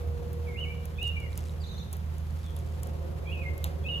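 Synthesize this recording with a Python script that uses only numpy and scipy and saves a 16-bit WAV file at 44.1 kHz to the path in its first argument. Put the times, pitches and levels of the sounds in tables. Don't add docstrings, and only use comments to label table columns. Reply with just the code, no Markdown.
import sys
import numpy as np
from scipy import signal
from scipy.fft import rfft, irfft
from scipy.io import wavfile

SR = 44100
rng = np.random.default_rng(int(sys.argv[2]) if len(sys.argv) > 2 else 0)


def generate_wav(sig):
    pcm = np.round(np.clip(np.atleast_2d(sig).T, -1, 1) * 32767).astype(np.int16)
    wavfile.write(sys.argv[1], SR, pcm)


N = 176400
TIME, BIN_HZ = np.arange(N) / SR, np.arange(N // 2 + 1) * SR / N
CRACK_DECAY_S, RING_SPREAD = 0.0015, 0.037

# frequency in Hz, relative spectral density in dB.
SNOW_SPECTRUM = [(1000, 7.5), (3600, -4), (8600, -12), (11000, -11), (13700, -8.5), (15000, -27)]


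def undb(db):
    return 10 ** (np.asarray(db) / 20)


def unit(x):
    return x / np.sqrt(np.mean(x ** 2))


def pan(db):
    return undb(np.array([np.atleast_1d(db), -np.atleast_1d(db)]) / 2)


def curve(rows, column=1):
    rows = np.array(rows)
    return np.interp(TIME, rows[:, 0], rows[:, column])


def over_bins(points):
    hz, db = np.array(points).T
    return np.interp(np.log(BIN_HZ + 1e-3), np.log(hz), db)


def wander(rate_hz):
    return unit(irfft(rfft(rng.standard_normal(N)) / (1 + (BIN_HZ / rate_hz) ** 4), N))


def noise(spectrum, coherence, pan_db=0):
    mid, side = rng.standard_normal((2, N))
    pair = np.sqrt(1 + coherence) * mid + np.sqrt(1 - coherence) * side * np.array([[1], [-1]])
    rolloff = np.maximum(BIN_HZ / spectrum[-1][0], 1) ** -10
    return unit(irfft(rfft(pair) * rolloff * undb(over_bins(spectrum)) * pan(pan_db), N))


def ports(x, lag_s=0.000296):
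    late = irfft(rfft(x) * np.exp(-2j * np.pi * BIN_HZ * lag_s), N)
    return np.array([x, late])


def town():
    # frequency in Hz, relative spectral density in dB.
    rumble_spectrum = [(18, -18), (48, 7.5), (70, 6.5), (135, 5.5), (230, -4.5)]
    traffic_spectrum = [(150, -8.5), (390, 0), (450, -6), (530, 4), (620, -9.5), (690, 0), (800, -12),
                        (1100, -14), (1800, -36)]
    # time in seconds, level in dB.
    traffic_level = [(.35, -47), (.7, -50.5), (2.4, -54), (2.9, -46), (4, -46.5)]
    # frequency in Hz, left minus right level in dB.
    traffic_pan = [(250, -16.5), (390, 18.5), (680, -5.5), (900, 6.5)]
    rumble = undb(-41.5) * noise(rumble_spectrum, coherence=0.85, pan_db=-6.5)
    swell = undb(curve(traffic_level) + wander(10.4))
    return rumble + swell * noise(traffic_spectrum, coherence=0.24, pan_db=over_bins(traffic_pan))


def snow_hiss():
    direct = ports(noise(SNOW_SPECTRUM, coherence=0.99)[0])
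    diffuse = undb(3.5) * noise(SNOW_SPECTRUM, coherence=0)
    return undb(-58 + wander(45)) * (direct + diffuse)


def engine(firing_hz=78.95):
    # multiple of the firing rate, level in dB.
    lines = [(.75, -49), (1, -35), (1.5, -53), (2, -49)]
    phase = 2 * np.pi * np.cumsum(firing_hz * (1 + 0.0029 * wander(2.9))) / SR
    drone = sum(undb(db + 2.2 * wander(10.7)) * np.sin(multiple * phase + 2 * np.pi * rng.random())
                for multiple, db in lines)
    return np.sqrt(2) * ports(drone) * pan(-3)


def whine(pitch_hz=477):
    # time in seconds, level in dB.
    envelope = [(.35, -47), (.8, -53.5), (2.2, -69), (4, -58.5)]
    phase = 2 * np.pi * np.cumsum(pitch_hz * (1 + 0.0037 * wander(31))) / SR
    return np.sqrt(2) * undb(curve(envelope) + 1.2 * wander(7.4)) * np.sin(phase) * pan(8)


def ring(hz, t60):
    t = np.arange(SR // 40) / SR
    return np.sin(2 * np.pi * hz * t) * np.exp(-np.log(1000) * t / t60)


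def tick():
    # frequency in Hz, relative level in dB, 60 dB decay time in seconds.
    modes = [(6340, -17, 0.013), (13400, -2, 0.0048)]
    body = 0
    for hz, db, t60 in modes:
        amplitude = undb(db + 3.7 * rng.standard_normal())
        body += amplitude * ring(hz * (1 + RING_SPREAD * rng.standard_normal()), t60)
    t = np.arange(len(body)) / SR
    burst = rng.standard_normal(len(t)) * np.exp(-t / CRACK_DECAY_S)
    crack = signal.sosfilt(signal.butter(2, (7030, 14600), "band", fs=SR, output="sos"), burst)
    impact = body + undb(3.5) * crack
    return impact / np.abs(impact).max()


def flakes_and_drops(tail_t60_s=0.26):
    # start in seconds, relative level in dB.
    flakes = [(.331, -44), (.855, -36.5), (1.029, -39), (1.077, -43), (1.202, -44), (1.376, -29),
              (1.929, -33.5), (1.934, -36.5), (1.968, -39), (2.182, -45), (2.565, -39), (2.59, -45),
              (2.832, -32), (2.871, -40.5), (3.579, -39), (3.642, -25)]
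    drops = [(1.33, -41.5), (1.495, -40.5), (1.934, -44), (2.566, -43), (3.642, -24)]
    strikes = np.zeros(N + SR)
    for events, sound, gain in ((flakes, tick, undb(5.5)), (drops, knock, 1)):
        for start_s, db in events:
            impact, i = sound(), int(start_s * SR)
            strikes[i:i + len(impact)] += gain * undb(db) * impact
    strikes = strikes[:N]
    retained = np.exp(-2 * np.log(1000) / (tail_t60_s * SR))
    energy = signal.lfilter([1 - retained], [1, -retained], strikes ** 2 + 1e-18)
    hiss = ports(noise(SNOW_SPECTRUM, coherence=0.93)[0])
    return ports(strikes) + undb(-3.5) * np.sqrt(energy) * hiss


def whistle(calls, flutter_db=5, ratio=1, edge_s=0.0047):
    waver = ratio * (1 + 0.011 * wander(100))
    flutter = flutter_db * wander(127)
    voice = np.zeros(N)
    for call in calls:
        attack = np.clip((TIME - call[0][0]) / edge_s + 1, 0, 1)
        release = np.clip((call[-1][0] - TIME) / edge_s + 1, 0, 1)
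        phase = 2 * np.pi * np.cumsum(curve(call) * waver) / SR
        db = curve(call, column=2) if len(call[0]) > 2 else 0
        voice += np.sqrt(2) * attack * release * undb(db + flutter) * np.sin(phase)
    return voice


def scatter(x, t60, onset_s=0.0044):
    t = np.arange(SR) / SR
    tail = rng.standard_normal((2, SR)) * np.exp(-np.log(1000) * t / t60) * (1 - np.exp(-t / onset_s))
    tail /= np.sqrt(np.sum(tail ** 2, axis=1, keepdims=True))
    return signal.fftconvolve(x[None], tail, axes=1)[:, :N]


def birds():
    # time in seconds, pitch in Hz, relative level in dB.
    calls = [
        [(.47, 2370, -51.5), (.492, 2190, -53), (.558, 2092, -47.5), (.568, 2620, -53.5), (.584, 2850, -40),
         (.61, 2972, -41.5), (.637, 2830, -39), (.652, 2200, -55.5), (.71, 2370, -43), (.74, 2370, -70)],
        [(.987, 2555, -40.5), (1.008, 2620, -45), (1.024, 2916, -33.5), (1.06, 2812, -36), (1.083, 2870, -33.5),
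         (1.11, 2724, -49), (1.148, 2420, -72), (1.168, 2369, -37.5), (1.21, 2290, -63), (1.255, 2118, -49.5),
         (1.285, 1890, -64)],
        [(3.26, 2310, -51), (3.283, 2410, -50), (3.315, 2650, -46), (3.33, 2913, -43), (3.345, 2563, -47.5),
         (3.41, 2540, -47.5), (3.435, 2160, -53), (3.465, 2091, -37), (3.49, 2096, -49)],
        [(3.845, 2540, -52), (3.864, 2584, -37.5), (3.88, 2690, -47), (3.892, 2890, -33), (3.94, 2806, -36),
         (3.96, 2916, -30), (3.98, 2780, -39), (4.0, 2760, -56)],
    ]
    # time in seconds, pitch in Hz.
    upper_voice = [
        [(.962, 3300), (1.025, 3880), (1.11, 3520)],
        [(3.26, 3230), (3.325, 3350), (3.36, 3170)],
        [(3.835, 3270), (3.885, 3830), (3.95, 3570), (3.985, 3200)],
    ]
    # time in seconds, pitch in Hz.
    twitters = [
        [(1.605, 4860), (1.63, 4360), (1.645, 3400), (1.675, 4315), (1.695, 3650), (1.712, 3956), (1.75, 3500),
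         (1.778, 4285), (1.797, 3570), (1.83, 3950)],
        [(2.434, 3900), (2.443, 3550), (2.5, 3270)],
    ]
    twitter_db = [-56, -59]
    near = whistle(calls, flutter_db=1.5) + undb(-66) * whistle(upper_voice)
    far = sum(undb(db) * whistle([phrase]) for phrase, db in zip(twitters, twitter_db))
    far += undb(-65) * whistle(twitters[:1], ratio=1.64)
    direct = (ports(near) + far / 2) * pan(-3.5)
    branches = undb(0.5) * scatter(near + far / 2, t60=0.04)
    woods = undb(-4.5) * scatter(near + far, t60=0.58)
    return direct + branches + woods


def patter(grains_per_s=300, size_spread_db=3):
    # centre in seconds, standard deviation in seconds, level in dB.
    flurries = [(1.086, 0.054, -60), (1.418, 0.07, -57), (2.577, 0.22, -64)]
    sizes = undb(size_spread_db * np.minimum(rng.exponential(size=N), 4))
    hits = (rng.random(N) < grains_per_s / SR) * sizes
    decays = signal.lfilter([1], [1, -np.exp(-2 / (CRACK_DECAY_S * SR))], hits + 1e-18)
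    band = signal.butter(2, (1770, 9100), "band", fs=SR, output="sos")
    grains = unit(signal.sosfilt(band, decays * rng.standard_normal(N)))
    envelope = sum(undb(db) * np.exp(-((TIME - centre) / width) ** 2 / 2)
                   for centre, width, db in flurries)
    return grains * envelope


def knock():
    body = ring(hz=3930 * (1 + RING_SPREAD * rng.standard_normal()), t60=0.0071)
    return body + undb(-5) * tick()


def tyres(width_hz=25):
    # time in seconds, pitch in Hz, level in dB.
    contour = [(2.2, 520, -76), (2.85, 534.8, -56), (4, 564.7, -54.5)]
    phase = 2 * np.pi * np.cumsum(curve(contour)) / SR
    hum = wander(width_hz) * np.sin(phase) + wander(width_hz) * np.cos(phase)
    return ports(undb(curve(contour, column=2)) * hum)


def scene():
    return birds() + flakes_and_drops() + patter() + engine() + whine() + tyres() + town() + snow_hiss()


def record(dry, cutoff_hz=16000):
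    return signal.sosfilt(signal.ellip(8, .2, 80, cutoff_hz, fs=SR, output="sos"), dry)


dry = scene()
out = record(dry)
generate_wav(out)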